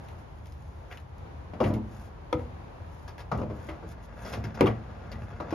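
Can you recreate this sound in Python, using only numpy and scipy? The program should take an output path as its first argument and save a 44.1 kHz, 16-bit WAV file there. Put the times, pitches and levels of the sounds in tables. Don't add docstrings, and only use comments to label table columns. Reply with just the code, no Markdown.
import sys
import numpy as np
from scipy import signal
from scipy.fft import rfft, irfft
from scipy.io import wavfile
from scipy.ndimage import uniform_filter1d

SR = 44100
rng = np.random.default_rng(int(sys.argv[2]) if len(sys.argv) > 2 else 0)


def generate_wav(signal):
    frames = np.transpose(np.atleast_2d(signal))
    scaled = np.clip(frames, -1, 1) * 32767
    pcm = np.round(scaled).astype(np.int16)
    wavfile.write(sys.argv[1], SR, pcm)


N = 244604

# freq_hz, density_db
TICK_COLOUR = [(700, -42), (1500, -1), (2200, 4.5), (3100, -1.5), (3900, -1.5), (6500, -12.5),
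               (11000, -8.5), (14000, -21)]
# freq_hz, density_db
BUZZ_COLOUR = [(900, -9), (1500, 5.5), (2200, 3), (2900, -1), (3500, -7), (4500, -24), (7000, -43)]
# freq_hz, density_db
HISS_COLOUR = [(3000, -1.5), (7000, -3), (10000, -1), (12500, -4.5), (15000, -18)]


def knocks(contact_s=0.00052):
    # start_s, clack_db, clack_t60_s, ring_db, favoured_hz, boom_db, rattle_db
    hits = [(1.535, -35.5, 0.19, -44.5, 330, -40, -58), (1.603, -19, 0.15, -27.5, 587, -40, -47),
            (1.611, -18.5, 0.087, -24.5, 440, -24.5, -54), (1.631, -36, 0.11, -28.5, 434, -41, -48),
            (1.640, -40, 0.12, -50, 450, -40, -41), (1.660, -26.5, 0.25, -28.5, 290, -27.5, -53),
            (1.702, -33.5, 0.23, -30.5, 240, -28.5, -55), (1.738, -37, 0.23, -42, 300, -37.5, -53.5),
            (1.764, -44, .16, -36, 260, -43, -74), (2.3274, -20, 0.048, -26.5, 523, -34.5, -47.5),
            (2.341, -37, .06, -33.5, 290, -31.5, -72), (2.393, -45, .12, -45, 500, -42.5, -60),
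            (3.316, -20, 0.18, -38.5, 170, -26.5, -50), (3.349, -33, 0.16, -42, 700, -33.5, -57),
            (3.384, -31.5, 0.26, -36, 175, -32, -56), (3.415, -27, .11, -36, 544, -43, -57.5),
            (3.43, -34, .11, -41.5, 405, -47, -62), (3.499, -38, .1, -44, 600, -52, -63),
            (3.508, -33.5, 0.12, -39.5, 376, -53, -65), (3.687, -31.5, 0.26, -41.5, 318, -44, -47),
            (3.826, -38, 0.11, -45.5, 385, -41, -74), (4.254, -33.5, 0.19, -52, 620, -47, -61),
            (4.333, -27, 0.15, -44, 332, -39, -46.5), (4.371, -43, 0.11, -41, 220, -31.5, -70),
            (4.441, -43, 0.15, -46.5, 376, -32.5, -59), (4.6086, -20, 0.064, -17, 348, -26, -36.5),
            (4.622, -30, 0.041, -24, 320, -26.5, -49), (4.637, -34, 0.11, -27.5, 370, -29, -51),
            (4.658, -22, 0.052, -43, 298, -27, -42), (4.667, -21.5, 0.088, -44, 520, -32, -41),
            (4.678, -26, 0.18, -41, 170, -38, -51), (4.700, -37, 0.085, -50, 404, -41, -58),
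            (5.123, -54, .1, -53, 250, -37.5, -53), (5.215, -58, 0.18, -52, 396, -42, -71),
            (5.402, -26.5, 0.2, -40, 327, -40.5, -53), (5.525, -26.5, 0.27, -29, 345, -29.5, -48.5)]
    # pitch_hz, level_db, t60_s
    panel_modes = [(168.7, -15, 0.48), (214, -9.5, 0.31), (246.6, -6.5, 0.25), (290.5, -6.5, 0.18),
                   (318, 1.5, 0.12), (351, -4, 0.077), (386, -4, 0.11), (422.6, -3, 0.15),
                   (459, -5.5, 0.17), (506.5, -4, 0.13), (545.6, -3, 0.12), (619, -4, 0.12),
                   (657, -13.5, 0.16), (756, -25, 0.3), (868, -10, 0.19), (956, -10.5, 0.15)]
    # pitch_hz, level_db, t60_s
    edge_modes = [(1950, -0.5, 0.23), (2066, 5, 0.099), (2146, 2, 0.1), (2343, 3, 0.11), (2445, -5, 0.15),
                  (2684, -4, 0.08), (2830, 1, 0.07), (3240, -1, 0.067), (3250, -15, 0.055),
                  (5100, -13, 0.087)]
    # pitch_hz, level_db, t60_s
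    body_modes = [(66.2, -5, 0.39), (82.7, -3, 0.36), (100.4, -3.5, 0.44), (111.9, 0, 0.56),
                  (128.6, 4, 0.2), (146, 1.5, 0.25), (165.5, 0.5, 0.28), (191.4, -3.5, 0.24),
                  (218.8, -8, 0.7), (247, -9, 0.64), (312, -17, 0.99)]
    # freq_hz, density_db
    shudder_colour = [(30, -17), (55, -1), (85, -6), (120, -12), (200, -9.5), (600, -81)]
    # time_s, damping_ratio
    grip = [(1.65, 1.15), (1.8, .8), (2.33, 1.4), (2.37, 1.9), (2.45, .9), (3.35, .75), (3.7, .7),
            (4.35, 1.15), (4.65, .8), (4.665, 2.3), (4.75, 1.3), (5.4, .7)]
    out, t = np.zeros((2, N)), np.arange(SR // 2) / SR
    attack = 1 - np.exp(-t / contact_s)
    for start_s, clack_db, clack_t60, ring_db, favoured_hz, boom_db, rattle_db in hits:
        age = np.cumsum(np.interp(start_s + t, *np.transpose(grip))) / SR
        chatter = undb(1.5 * wander(437, len(t)))
        clack = undb(clack_db - 6) * plastic_clack(t, clack_t60)
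        tick = undb(rattle_db - 3) * fade(t, 0.14) * noise(TICK_COLOUR, len(t), spread=0.19)
        buzz = undb(rattle_db - 1) * fade(t, 0.22) * noise(BUZZ_COLOUR, len(t), spread=0.26)
        edge = undb(rattle_db - 4) * ring(
            edge_modes, t, t, scatter_db=5, detune=0.0065, flex=0.006, rise_cycles=0.47, spread=0.74)
        panel = undb(ring_db - 1) * ring(
            struck_at(panel_modes, favoured_hz), t, age,
            scatter_db=3, detune=0.016, flex=0.02, rise_cycles=0.24, spread=0.51)
        steel = undb(boom_db - 4) * ring(
            body_modes, t, age, scatter_db=3, detune=0.035, flex=0.026, rise_cycles=1.57, spread=2.2)
        swell = (1 - np.exp(-t / 0.011)) * fade(age, 1.0)
        shudder = undb(boom_db - 12) * swell * noise(shudder_colour, len(t), spread=1.3)
        add(out, start_s, attack * (clack + chatter * (tick + buzz) + edge + panel) + steel + shudder)
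    return out


def plastic_clack(t, t60, split_hz=900):
    # freq_hz, density_db
    colour = [(150, -24), (350, -11.5), (600, -0.5), (950, -11), (1250, -9.5), (1550, -17.5), (2500, -50),
              (5000, -35.5), (10000, -54)]
    burst = noise(colour, len(t), spread=0.45)
    low = signal.sosfiltfilt(signal.butter(3, split_hz, fs=SR, output="sos"), burst)
    return low * fade(t, t60) + (burst - low) * fade(t, 0.99 * t60)


def ring(modes, t, age, scatter_db, detune, flex, rise_cycles, spread):
    out = np.zeros((2, len(t)))
    for hz, db, t60 in modes:
        strength, pitch, phase, side = rng.standard_normal(4)
        cycles = hz * np.cumsum(1 + detune * pitch + flex * wander(45, len(t))) / SR
        swell = 1 - np.exp(-cycles / rise_cycles)
        envelope = undb(db + scatter_db * strength) * swell * fade(age, t60)
        stereo_phase = spread * side * min((hz / 620) ** 2, 1) * np.array([[1], [-1]])
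        out += envelope * np.sin(2 * np.pi * (cycles + phase) + stereo_phase)
    return out / np.sqrt(np.mean(out[:, :SR // 20] ** 2))


def struck_at(modes, favoured_hz, boost_db=8.5, octaves=0.3):
    return [(hz, db + boost_db * np.exp(-(np.log2(hz / favoured_hz) / octaves) ** 2), t60)
            for hz, db, t60 in modes]


def snaps(rise_s=0.00035, corner_width=0.079):
    # start_s, snap_db, corner_hz, corner_db, favoured_hz, lip_db
    hits = [(0.9726, -58, 2800, -47, 1100, -58.5), (1.602, -43, 3400, -44, 1230, -42),
            (1.612, -43, 2080, -57, 830, -35), (1.640, -45, 2850, -37.5, 850, -39),
            (2.3273, -28, 3380, -36.5, 1430, -36.5), (2.3276, -43, 5900, -48, 980, -34.5),
            (2.329, -47, 2150, -38, 950, -45), (3.078, -58, 1720, -48, 1110, -51),
            (3.205, -62, 3670, -50, 960, -57), (3.315, -42, 4430, -51, 720, -41),
            (3.319, -40, 2060, -47, 1220, -31.5), (4.6085, -16.5, 2220, -27.5, 960, -27),
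            (4.659, -42, 3700, -45.5, 1110, -36), (4.668, -47, 2900, -34.5, 1140, -32.5),
            (4.675, -50, 2350, -33, 960, -37), (5.117, -58, 4730, -47, 1100, -59),
            (5.401, -58, 3950, -53, 1110, -40)]
    # freq_hz, density_db
    snap_colour = [(400, -15), (1100, 17.5), (1600, -7), (2200, 4), (2700, 7), (3400, -6), (4200, 1),
                   (6300, -10), (11000, -3), (14000, -31)]
    # pitch_hz, level_db, t60_s
    lip_modes = [(747, -3.5, 0.24), (824, 4.5, 0.079), (893, -4, 0.1), (961, 7, 0.078), (1126, 4.5, 0.059),
                 (1240, -2, 0.15), (1308, -5, 0.14), (1410, -2, .07), (1724, -9.5, 0.092)]
    out, t = np.zeros((2, N)), np.arange(2 ** 14) / SR
    near, far = 1 + corner_width, 1 + 2 * corner_width
    for start_s, snap_db, hz, corner_db, favoured_hz, lip_db in hits:
        snap = undb(snap_db) * fade(t, 0.014) * noise(snap_colour, len(t), spread=0.43)
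        peak = [(hz / far, -40), (hz / near, -4), (hz, 0), (hz * near, -6), (hz * far, -40)]
        corner = undb(corner_db) * fade(t, 0.046) * noise(peak, len(t), spread=0.37)
        lip = undb(lip_db - 2) * ring(
            struck_at(lip_modes, favoured_hz), t, t,
            scatter_db=1.5, detune=0.009, flex=0.006, rise_cycles=0.26, spread=0.6)
        add(out, start_s, (1 - np.exp(-t / rise_s)) * (snap + corner) + lip)
    return out


def scuffs(firm_db=-44, stop_s=0.019):
    # start_s, length_s, level_db, brightness_db
    slips = [(0.038, 0.0017, -60.5, 0), (0.905, 0.027, -52.5, -6.5), (0.97, .001, -61, -6),
             (3.078, 0.0017, -48.5, 9.5), (3.179, 0.027, -52.5, 2), (4.246, 0.05, -54, 11),
             (4.325, 0.021, -46.5, 12), (4.439, 0.0039, -44.5, 5), (4.543, .002, -50.5, 10),
             (5.115, 0.0038, -50, 10), (5.506, 0.0044, -45, 7)]
    # freq_hz, density_db
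    rasp_colour = [(1200, -44), (2500, -0.5), (3600, 2), (4900, 3), (5800, -0.5), (7000, -12), (10000, -11)]
    # freq_hz, density_db
    scrape_colour = [(150, -0.5), (400, -0.5), (1050, 2), (1500, -14), (2200, -33), (7000, -71)]
    out, t = np.zeros((2, N)), np.arange(2 ** 13) / SR
    for start_s, length_s, db, brightness_db in slips:
        grains = np.exp(-np.maximum(t - length_s, 0) / stop_s) * undb(4 * wander(700, len(t)))
        catch = undb(2) * fade(t, 0.012)
        rise_s = 0.00054 * max(1, undb(firm_db - db))
        layers = [(rasp_colour, db + brightness_db / 2 - 7),
                  (BUZZ_COLOUR, db - brightness_db / 2 + 1),
                  (scrape_colour, db + 2),
                  (HISS_COLOUR, -63 + 0.21 * (db - firm_db))]
        texture = sum(undb(level) * noise(colour, len(t), spread=0.18) for colour, level in layers)
        add(out, start_s, (1 - np.exp(-t / rise_s)) * (grains + catch) * texture)
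    return out


def slide(press_from_s=3.33, press_rise_s=0.97, press_db=-48.5):
    # peak_s, length_s, level_db
    pushes = [(1.99, 0.18, -53), (3.63, 0.19, -50), (4.29, 0.12, -38), (4.6, 0.053, -37.5),
              (5.2, 0.083, -47), (5.54, 0.25, -44.5)]
    # freq_hz, density_db
    colour = [(80, -14), (160, 17), (400, 4.5), (1000, 6), (2300, -7.5), (5500, -23), (11000, -35),
              (14000, -62)]
    pressed = undb(press_db) * np.clip((np.arange(N) / SR - press_from_s) / press_rise_s, 0, 1)
    roughness = undb(3 * wander(500, N) + wander(35, N))
    return np.hypot(strokes(pushes), pressed) * unit(roughness * noise(colour, N, spread=0.44))


def taps():
    # start_s, tick_db, hiss_db
    touches = [(.086, -48.5, -71), (0.458, -55, -55), (0.47, -55, -55), (0.523, -57, -54), (.974, -47, -72),
               (1.0, -62, -56), (1.183, -74, -59.5), (1.739, -46, -43.5), (3.079, -48, -56),
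               (3.181, -52, -58), (3.206, -52, -53), (3.377, -59, -51.5), (4.327, -52, -44),
               (4.338, -41, -49), (4.44, -56, -64)]
    out, t = np.zeros((2, N)), np.arange(2 ** 12) / SR
    envelope = undb(5) * fade(t, 0.0049) + undb(-6) * fade(t, 0.13)
    for start_s, tick_db, hiss_db in touches:
        tick = undb(tick_db - 2) * noise(TICK_COLOUR, len(t), spread=0.37)
        hiss = undb(hiss_db - 2) * noise(HISS_COLOUR, len(t), spread=0.41)
        add(out, start_s, envelope * (tick + hiss))
    return out


def cloth(rest_db=-83):
    # peak_s, length_s, level_db
    brushes = [(.11, 0.15, -65.5), (.62, 0.57, -70), (.95, 0.06, -69), (1.66, 0.06, -54.5),
               (1.98, 0.13, -60), (2.41, .05, -64), (3.0, 0.2, -67), (3.4, 0.054, -72), (3.64, 0.14, -61),
               (3.908, 0.035, -55), (4.04, 0.029, -59), (4.28, 0.12, -53), (5.25, .2, -68.5)]
    folds = undb(3 * wander(600, N) + 2 * wander(40, N))
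    return np.hypot(strokes(brushes), undb(rest_db)) * unit(folds * noise(HISS_COLOUR, N, spread=0.24))


def through_panel(x, ring_db=-1, t60=0.048):
    t = np.arange(2 ** 12) / SR
    modes = noise([(100, 0), (10000, 0.01)], len(t), spread=0.39) * fade(t, t60)
    hollow = signal.fftconvolve(x, modes / np.sqrt(np.sum(modes[0] ** 2)), axes=1)[:, :N]
    return (x + undb(ring_db) * hollow) / np.hypot(1, undb(ring_db))


def driveway(x, wet_db=-13, t60=0.3, predelay_s=0.0046):
    t = np.arange(2 ** 14) / SR
    colour = [(100, 4.5), (500, 5.0), (2000, -1.0), (6000, -18.0), (14000, -8.5)]  # freq_hz, density_db
    echo = noise(colour, len(t), spread=0.56, wide_hz=340) * fade(t, t60) * (t > predelay_s)
    return x + undb(wet_db) * signal.fftconvolve(x, echo / np.sqrt(np.sum(echo ** 2)), axes=1)[:, :N]


def place_left(x):
    # freq_hz, balance_db, lead_rad
    balance = [(100, 0, .03), (400, 2, 0.073), (880, 3.5, 0.091), (1840, 1.5, 0.12), (4060, 5, 0.47),
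               (10400, -1, 1.61)]
    hz = np.fft.rfftfreq(2 * N, 1 / SR)
    left = undb(curve(balance, hz) / 2) * np.exp(.5j * curve(balance, hz, column=2))
    return irfft(rfft(x, 2 * N) * np.array([left, 1 / left]))[:, :N]


def outdoors(split_hz=150, air_db=-42, rumble_db=-42.5, waver_db=1.5, left_db=0.5):
    # freq_hz, density_db
    colour = [(15, -24), (25, -25), (51, -5.5), (76, -1.5), (164, -15), (219, -21), (257, -22.5),
              (293, -22.5), (392, -24), (966, -25), (1160, -30), (6330, -56.5), (8030, -55.5),
              (9660, -57.5), (14000, -66.5)]
    air = undb(air_db) * noise(colour, N, spread=1.0, wide_hz=210)
    low = signal.sosfiltfilt(signal.butter(4, split_hz, fs=SR, output="sos"), air)
    rumble = unit(low) * undb(rumble_db)
    hiss = (air - low) * undb(waver_db * wander(5.14, N))
    return (rumble + hiss) * undb([[left_db], [-left_db]])


def noise(colour, size, spread, wide_hz=380):
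    hz = np.fft.rfftfreq(size, 1 / SR)
    mid, side = rfft(rng.standard_normal((2, size))) * undb(curve(colour, hz))
    side = side * spread * (1 - 0.87 / (1 + (hz / wide_hz) ** 4))
    return unit(irfft(np.array([mid + side, mid - side]), size))


def wander(rate_hz, size):
    hold = max(int(SR / rate_hz), 1)
    steps = np.repeat(rng.standard_normal(size // hold + 1), hold)
    return unit(uniform_filter1d(steps, hold)[:size])


def strokes(moves):
    t = np.arange(N) / SR
    return sum(undb(db) * np.exp(-2 * ((t - peak_s) / length_s) ** 2) for peak_s, length_s, db in moves)


def curve(points, hz, column=1):
    points = np.array(points)
    return np.interp(np.log(hz + 1e-9), np.log(points[:, 0]), points[:, column])


def add(track, start_s, sound):
    start = max(int(start_s * SR), 0)
    track[:, start:start + sound.shape[1]] += sound[:, :N - start]


def fade(t, t60):
    return np.exp(-np.log(1000) * t / max(t60, 1e-3))


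def undb(db):
    return 10 ** (np.asarray(db) / 20)


def unit(x):
    return x / np.sqrt(np.mean(x ** 2))


def scene():
    friction = through_panel(scuffs() + slide() + cloth())
    return place_left(driveway(knocks() + snaps() + taps() + friction)) + outdoors()


def record(dry, top_hz=15500):
    # freq_hz, gain_db
    response = [(20, -19), (42, -1.5), (6800, -1), (7500, -10), (8200, -26.5), (9000, -5.5), (9600, -4.5),
                (13500, -3), (14500, -22)]
    gain = undb(curve(response, np.fft.rfftfreq(2 * N, 1 / SR)))
    coloured = irfft(rfft(dry, 2 * N) * gain)[:, :N]
    return signal.sosfilt(signal.ellip(8, .2, 70, top_hz, fs=SR, output="sos"), coloured)


dry = scene()
out = record(dry)
generate_wav(out)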